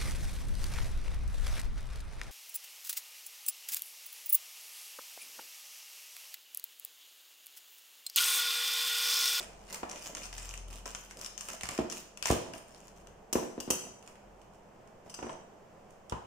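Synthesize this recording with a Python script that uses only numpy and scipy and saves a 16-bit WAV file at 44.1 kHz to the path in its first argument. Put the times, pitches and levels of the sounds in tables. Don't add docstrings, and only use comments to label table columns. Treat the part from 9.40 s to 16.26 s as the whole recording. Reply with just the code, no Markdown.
import sys
import numpy as np
from scipy import signal
from scipy.fft import rfft, irfft
from scipy.io import wavfile
from scipy.ndimage import uniform_filter1d

SR = 44100
rng = np.random.default_rng(int(sys.argv[2]) if len(sys.argv) > 2 else 0)


def pcm_store(signal):
    levels = np.round(np.clip(np.atleast_2d(signal), -1, 1) * 32767)
    wavfile.write(sys.argv[1], SR, levels.astype(np.int16).T)


N = 302526
TIME = np.arange(N) / SR
AGE = TIME[:SR // 2]

# start_s, level_db, pitch_hz, lean_db (left minus right, scaled in use), pop_db (hollow head)
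RIB_SNAPS = [(.33, -36, 7270, -4, -10), (0.3463, -32.5, 5610, 3, -4.5), (0.7499, -27, 6650, 5, -13),
             (0.7696, -32.5, 6540, 1, -3), (0.833, -34.5, 5250, 11, -25), (0.9283, -35, 3250, 6, -3.5),
             (0.9802, -31.5, 7200, 4, -6.5), (1.0916, -32.5, 6450, -7, -15), (1.1097, -37.5, 2800, 15, -23),
             (1.1394, -32, 2150, 0, -11), (1.176, -35.5, 6350, 9, -21), (1.4569, -33, 5500, 12, -8),
             (1.5488, -27.5, 6660, 1, -5.5), (1.71, -37.5, 6650, 3, -7), (1.8133, -34.5, 5420, 6, -25),
             (1.8463, -32, 7100, 22, -16), (1.8617, -28.5, 5100, -5, -27), (1.9778, -29.5, 6940, 17, -18),
             (2.009, -28, 6460, -1, -30), (2.0862, -30, 8000, -4, -2.5), (2.21, -30, 2800, 3, -10),
             (2.234, -27, 8950, -2, -3.5), (2.2554, -32, 5170, 4, -8), (2.2887, -26, 7260, 6, -1.5),
             (2.378, -29.5, 2340, 11, -5.5), (2.4995, -28.5, 5500, 13, -13), (2.524, -27, 6600, -10, -34),
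             (2.7738, -34.5, 2620, 10, -29), (2.826, -23, 2930, 8, -9.5), (2.8567, -19, 5050, 0, -4),
             (2.9134, -27.5, 6060, -12, -18), (3.1362, -38.5, 5500, 7, 2.5), (3.3466, -45, 4810, 2, -30),
             (3.481, -45, 6830, 6, -19), (3.6712, -44.5, 2930, 9, -6), (4.6265, -47.5, 2480, -10, -16),
             (4.6757, -40, 2150, 1, -3.5), (4.7555, -53, 2050, 0, 3), (5.016, -52, 3170, -2, -9),
             (5.475, -55.5, 2200, -1, 0), (6.697, -36, 3330, -12, -29)]
# start_s, board_db, table_db, contact_db (hard clack)
BOARD_BLOWS = [(0.4312, -39, -54, -35), (1.459, -51, -72, -46.5), (2.235, -52, -48, -50),
               (2.291, -49, -50.5, -46), (2.389, -25, -49, -39.5), (2.403, -38, -44, -62),
               (2.9027, -25, -27.5, -26.5), (2.923, -27, -42, -41), (3.929, -37, -59, -48),
               (3.9543, -23.5, -41, -31.5), (4.029, -38, -58, -49), (4.179, -36, -57, -73),
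               (4.277, -35.5, -53, -78), (4.304, -31, -46.5, -51), (5.789, -46, -63, -44),
               (5.827, -41, -52.5, -40), (5.844, -42.5, -59, -50), (5.866, -41.5, -53, -46),
               (5.894, -48.5, -73, -39), (6.722, -37.5, -37.5, -32)]
# start_s, level_db, lean_db (left minus right), ring_db,
# tilt_db (of the ring, per octave), bright_db (treble of the contact)
BLADE_CLINKS = [(3.928, -29, 0.5, -11, -3, 3.5), (4.202, -38.5, 4, -19, -10, 0),
                (4.3036, -25, 0.5, -6, 8.5, -0.5), (5.697, -49.5, -1, -6, 3, -7),
                (5.7416, -42.5, 2.5, -5, -1, -7)]
# pitch_hz, level_db, t60_s
BOARD_MODES = [(183.6, -24, 0.09), (248.5, -4.5, 0.19), (299.5, 0.5, 0.058), (363.5, 7, 0.058),
               (451, 4, 0.055), (560, -15, 0.034), (664, -12, 0.15), (904, -37, 0.064), (987, -35, .07),
               (1350, -43, .07), (1640, -16, 0.067), (2000, -30, 0.07)]
TABLE_MODES = [(67, 2, 0.09), (88, 7.5, 0.047), (111.5, 2.5, 0.085), (156.6, -6.5, 0.19)]
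BLADE_MODES = [(2745, -14, .2), (5500, -11, .14), (6038, 0, .28), (6072, -12, .35), (7950, -13, .25),
               (8010, -11, .32), (8850, -15, .2), (10050, -17, .2), (11550, -22, .15), (13150, -23, .14),
               (14870, -18, .09)]
# pitch_hz, gain_db
CELL_COLOUR = [(300, -34.5), (900, 2), (1500, -2.5), (2100, -4.5), (2900, 2.5), (3900, -7), (5300, 1.5),
               (7000, 2.5), (8700, -1.5), (11000, -10.5), (15000, -18)]
HEAD_COLOUR = [(150, -6), (400, -5), (900, 2.5), (1500, 2.5), (2800, 1), (4000, -14), (9000, -47)]
FRICTION_COLOUR = [(50, -5), (120, 3), (210, 6.5), (400, 2), (580, 8.5), (950, -3), (1500, -15),
                   (3000, -16), (8000, -37.5)]
CONTACT_COLOUR = [(300, -17), (700, 5), (1000, 4.5), (1600, -8), (2200, -13), (2800, -11.5), (4000, -25.5),
                  (7000, -23), (14000, -52)]
STEEL_COLOUR = [(300, -46), (900, 9.5), (2000, -2.5), (2900, 5), (3900, -7.5), (5400, 7), (7800, 4.5),
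                (9500, -2), (12500, -10.5), (15000, -7)]
AIR_COLOUR = [(20, -0.5), (42, -19.5), (65, -6), (130, -4.5), (200, -2), (280, -8.5), (370, -4.5),
              (680, -3), (1300, -15), (2100, -22), (3000, -24.5), (3900, -34.5), (5400, -30.5), (7200, -30),
              (10500, -43), (15000, -40.5)]
# time_s, level_db
DRONE_ENVELOPE = [(0, -61), (.25, -58), (.42, -70), (.66, -65), (.95, -48), (1.3, -45), (1.62, -59),
                  (2.2, -65), (3.2, -71), (3.68, -60), (3.95, -72), (4.72, -89), (4.88, -59), (5.05, -66),
                  (5.4, -75), (6.86, -99)]
# pitch_hz, level_db
DRONE_LINES = [(42.3, -0.5), (85.5, -13), (119, -19.5)]
# time_s, level_db
AIR_ENVELOPE = [(0, -55), (1.9, -58.5), (2.7, -59), (3.6, -56), (6.86, -56)]
# pitch_hz, left_minus_right_db
MICROPHONE_BALANCE = [(60, 2.5), (130, -0.5), (450, -1.5), (1000, -3), (2200, .5), (3600, -1), (5400, 4),
                      (6500, 3.5), (8000, -5), (9500, -7.5), (12000, -0.5), (15000, 1.5)]
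# pitch_hz, t60_s, level_db
ROOM_DECAY = [(60, 0.18, 2), (155, 0.6, -2), (400, 0.52, -2), (1190, 0.53, 0), (2980, 0.57, -1),
              (6800, 0.56, -4), (14300, 0.34, -2)]
# start_s, length_s, level_db, swell_db (start to end), fizz_db
PUSHES = [(0.0, 0.052, -38, -13, -19), (0.105, 0.19, -58.5, 9, -18), (0.298, 0.047, -40.5, 8.5, -10.5),
          (0.491, 0.11, -42, -6.5, -19), (0.614, .055, -42.5, 8, -11.5), (0.752, 0.11, -45.5, 6, -15),
          (0.929, 0.11, -46.5, 2, -15), (1.043, 0.079, -50, -8, -10), (1.277, 0.1, -45.5, 1.5, -14),
          (1.456, .05, -43, -3, -15), (1.551, .095, -55, 8, -7), (1.695, .02, -46, 1, -18),
          (1.765, 0.072, -45, 6, -10), (1.973, 0.1, -51.5, 9, -7), (2.084, 0.06, -41.5, 0, -13),
          (2.23, 0.1, -46, -1, -16), (2.304, 0.044, -48.5, 7, -12), (2.527, 0.07, -47, 7, -8.5),
          (2.846, 0.068, -32.5, 3, -11.5), (3.129, 0.077, -48.5, -2, -13.5), (3.263, 0.21, -57, 2, -15),
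          (3.551, 0.066, -59.5, -7, -14), (4.652, 0.04, -56.5, 6, -12), (4.992, 0.027, -66, -2, -12),
          (5.129, 0.023, -63.5, 0, -13), (5.64, 0.078, -61, 8, -16), (6.498, .02, -61, 0, -13)]
# start_s, length_s, level_db, swell_db (start to end)
DRAGS = [(0.0, 0.021, -39, -1), (0.307, 0.057, -45.5, 2.5), (0.502, 0.066, -44, -6),
         (0.652, 0.16, -47.5, 1), (0.94, 0.054, -61, -3), (1.298, .05, -50, -1), (1.459, 0.028, -40.5, -9),
         (1.761, 0.084, -49.5, -9), (2.081, 0.061, -45.5, -1), (2.274, 0.066, -48, 8),
         (2.85, 0.059, -39.5, 11), (3.055, 0.091, -42, 6), (3.984, 0.059, -39.5, 12.5),
         (4.428, 0.055, -46, -1), (4.85, .02, -52, 2), (5.653, 0.037, -48, 2), (5.813, .15, -47, -5)]
# start_s, length_s, level_db, swell_db (start to end)
SLIDES = [(4.335, 0.072, -55, -8), (5.76, 0.11, -59, 0), (5.881, 0.058, -60, -3)]
ATTACK_S, RELEASE_S = 0.0041, 0.017
TEAR_DB = -13
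TOP_HZ = 15400


def amp(db):
    return 10 ** (np.asarray(db) / 20)


def unit(x, span_s=None):
    stop = int(span_s * SR) if span_s else None
    return x / np.sqrt(np.mean(x[..., :stop] ** 2))


def cut(x, hz, kind, order=2):
    return signal.sosfilt(signal.butter(order, hz, kind, fs=SR, output="sos"), x)


def colour(x, points, size=2048):
    hz, db = np.transpose(points)
    log_pitch = np.log(np.fft.rfftfreq(size, 1 / SR) + 1)
    gain = amp(np.interp(log_pitch, np.log(hz), db))
    cepstrum = irfft(np.log(gain))[:size // 2]
    cepstrum[1:] *= 2
    taps = irfft(np.exp(rfft(cepstrum, size)))
    return signal.fftconvolve(np.atleast_2d(x), taps[None], axes=1)[:, :x.shape[-1]]


def noise(count, alike=0, wide_hz=480):
    alike = np.clip(alike, 0, 1)
    mid, side = rng.standard_normal((2, count))
    side = cut(side, wide_hz, "high", order=1) * np.array([[1], [-1]])
    return np.sqrt((1 + alike) / 2) * mid + np.sqrt((1 - alike) / 2) * side


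def add(out, s, x, pan_db=0):
    start = max(int(s * SR), 0)
    x = x * amp(np.array([[pan_db], [-pan_db]]) / 2)
    out[:, start:start + x.shape[1]] += x[:, :N - start]


def ring(modes, detune, skew, tilt_db=0):
    out = 0
    for hz, db, t60 in modes:
        shift, turn = rng.standard_normal(2)
        phase = 2 * np.pi * hz * (1 + detune * shift) * AGE + skew * turn * np.array([[1], [-1]])
        level_db = db + tilt_db * np.log2(hz / modes[0][0])
        decay = np.exp(-np.log(1000) * AGE / t60)
        out = out - amp(level_db) * np.sin(phase) * decay
    onset = 1 - np.exp(-AGE * modes[-1][0] * 2 * np.pi)
    return out * onset


def resonate(x, pitches_hz, gains_db, sharpness):
    bank = zip(pitches_hz, gains_db)
    return sum(amp(db) * signal.lfilter(*signal.iirpeak(hz, sharpness, SR), x) for hz, db in bank)


def crackle(count, rate, spread_db, grain_s, alike):
    fires = rng.random(count) < rate / SR
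    size = amp(spread_db * np.minimum(rng.exponential(size=count), 3.7))
    energy = signal.lfilter([1], [1, -np.exp(-2 / (grain_s * SR))], fires * size ** 2)
    return np.sqrt(energy) * noise(count, alike)


def walk(rate):
    hold = int(SR / rate)
    steps = np.repeat(rng.standard_normal(N // hold + 1), hold)[:N]
    return np.sqrt(2) * uniform_filter1d(uniform_filter1d(steps, hold), hold)


def stroke(start_s, length_s, db, swell_db):
    age = TIME - start_s
    swell = swell_db * (np.clip(age / length_s, 0, 1) - .5)
    attack = np.clip(age / ATTACK_S, 0, 1)
    release = np.exp(-np.maximum(age - length_s, 0) / RELEASE_S)
    return amp(db + swell) * attack * release


def hum(hz, waver):
    return np.sqrt(2) * np.sin(2 * np.pi * np.cumsum(hz * (1 + waver * walk(6.6))) / SR)


def background():
    waver_db = .3 * walk(6)
    air_gain = amp(np.interp(TIME, *np.transpose(AIR_ENVELOPE)) + waver_db)
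    air = unit(colour(noise(N, alike=0.21), AIR_COLOUR)) * air_gain
    drone = sum(amp(db) * hum(hz, waver=0.012) for hz, db in DRONE_LINES)
    drone = drone * amp(np.interp(TIME, *np.transpose(DRONE_ENVELOPE)))
    return air + drone + hum(hz=201.2, waver=0.00993) * amp(-70.0)


def kitchen(dry, gap_s=0.0013, build_s=0.00043):
    hz, t60, db = np.transpose(ROOM_DECAY)
    age = np.maximum(TIME[:SR] - gap_s, 0)
    spectrum = rfft(noise(SR))
    log_pitch = np.log(np.fft.rfftfreq(SR, 1 / SR) + 1)
    tail = 0
    for share, seconds, level_db in zip(np.eye(len(hz)), t60, db):
        fade = (1 - np.exp(-age / build_s)) * np.exp(-np.log(1000) * age / seconds)
        band = irfft(spectrum * np.interp(log_pitch, np.log(hz), share), SR)
        tail = tail + amp(level_db) * band * fade / np.linalg.norm(fade)
    return dry + signal.fftconvolve(dry, tail, axes=1)[:, :N]


def scrapes(ring_db=0, grit_db=-3, top_hz=9000):
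    jerks = crackle(N, rate=1400, spread_db=5.5, grain_s=0.00034, alike=0.14)
    grit = cut(colour(jerks, STEEL_COLOUR), top_hz, "low")
    hz, db, _ = np.transpose(BLADE_MODES)
    singing = resonate(grit, hz, db, sharpness=300)
    sliding = sum(stroke(*slide) for slide in SLIDES)
    return (amp(grit_db) * unit(grit) + amp(ring_db) * unit(singing)) * sliding


def clinks(chatter_s=0.0029, rebound_s=0.004, rebound_db=-3, count=60):
    out = np.zeros((2, N))
    rebound = (AGE > rebound_s) * np.exp(-np.abs(AGE - rebound_s) / chatter_s)
    touch = np.exp(-AGE / chatter_s) + amp(rebound_db) * rebound
    for s, db, pan_db, ring_db, tilt_db, bright_db in BLADE_CLINKS:
        chatter = colour(noise(len(AGE), alike=0.039) * touch, STEEL_COLOUR)
        pitches, gains_db = rng.uniform(2500, 14500, count), rng.normal(0, 2, count)
        chatter = chatter + resonate(chatter, pitches, gains_db, sharpness=70)
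        chatter = colour(chatter, [(8000, 0), (12000, bright_db)])
        blade = ring(BLADE_MODES, detune=.0004, skew=.5, tilt_db=tilt_db)
        clink = unit(chatter, 0.0097) + amp(ring_db) * unit(blade, 0.0025)
        add(out, s, amp(db) * clink, pan_db)
    return out


def blows(contact_s=0.0058, shake_s=0.029, shake_db=-10, board_low_hz=170, hardness=0.26):
    out = np.zeros((2, N))
    for s, board_db, table_db, contact_db in BOARD_BLOWS:
        shake = colour(noise(len(AGE), alike=0.28) * np.exp(-AGE / shake_s), FRICTION_COLOUR)
        tilt_db = hardness * (contact_db - board_db)
        board = unit(ring(BOARD_MODES, detune=.02, skew=.45, tilt_db=tilt_db), .012)
        board = board + amp(shake_db) * unit(shake, .012)
        board = cut(board, board_low_hz, "high", order=3)
        table = unit(cut(ring(TABLE_MODES, detune=0.022, skew=.15), 78, "high"), 0.02)
        clack = colour(noise(len(AGE), alike=0.054) * np.exp(-AGE / contact_s), CONTACT_COLOUR)
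        clack = unit(clack, 0.0064)
        add(out, s, amp(board_db) * board + amp(table_db) * table + amp(contact_db) * clack)
    return out


def snaps(crack_s=.0016, tear_s=.022, pop_s=.004, pitch_db=3, pitch_q=4.0):
    out = np.zeros((2, N))
    for s, db, hz, pan_db, pop_db in RIB_SNAPS:
        crack = colour(noise(len(AGE), alike=0.18) * np.exp(-AGE / crack_s), CELL_COLOUR)
        crack = crack + amp(pitch_db) * signal.lfilter(*signal.iirpeak(hz, pitch_q, SR), crack)
        cells = crackle(len(AGE), rate=750, spread_db=3.2, grain_s=.0005, alike=.25)
        tear = colour(cells * np.exp(-AGE / tear_s), CELL_COLOUR)
        pop = colour(noise(len(AGE), alike=0.16) * np.exp(-AGE / pop_s), HEAD_COLOUR)
        snap = unit(crack, 0.0034) + amp(TEAR_DB) * unit(tear, 0.0083) + amp(pop_db) * unit(pop, 0.0039)
        add(out, s, amp(db) * snap, pan_db * 0.44)
    return out * amp(-8.0)


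def leaves(x, flicker_db=5.5, sharpness=17.0, count=24):
    pitches = np.geomspace(1200, 9500, count) * (1 + 0.033 * rng.standard_normal(count))
    return resonate(x, pitches, [flicker_db * walk(22.27) for _ in pitches], sharpness)


def cutting():
    cells = crackle(N, rate=560, spread_db=4.0, grain_s=.00035, alike=.35)
    crunch = colour(cells, CELL_COLOUR)
    crunch = unit(unit(cut(crunch, 10500, "low", order=4)) + .7 * unit(leaves(crunch)))
    fibres = colour(crackle(N, rate=70, spread_db=4.5, grain_s=0.0017, alike=.3), HEAD_COLOUR)
    crunch = crunch + amp(-11.5) * unit(leaves(fibres))
    fizz = unit(cut(cells, 10500, "high", order=4)) * amp(3.5)
    bursting = sum(stroke(*push) * (crunch + amp(fizz_db) * fizz) for *push, fizz_db in PUSHES)

    judder = colour(crackle(N, rate=220, spread_db=3.5, grain_s=0.0058, alike=0.82), FRICTION_COLOUR)
    board_hz = np.transpose(BOARD_MODES)[0]
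    judder = judder + resonate(judder, board_hz, np.full(len(board_hz), 5), sharpness=22)
    dragging = unit(judder) * sum(stroke(*drag) for drag in DRAGS)
    return bursting * amp(-7) + dragging * amp(-6.5)


def scene():
    work = cutting() + snaps() + blows() + clinks() + scrapes()
    return kitchen(work) + background()


def record(dry):
    channels = []
    for x, sign in zip(dry, (1, -1)):
        channels.append(colour(x, [(hz, sign * db / 2) for hz, db in MICROPHONE_BALANCE]))
    heard = np.vstack(channels)
    return signal.sosfilt(signal.ellip(8, .2, 70, TOP_HZ, fs=SR, output="sos"), heard)


dry = scene()
out = record(dry)
pcm_store(out)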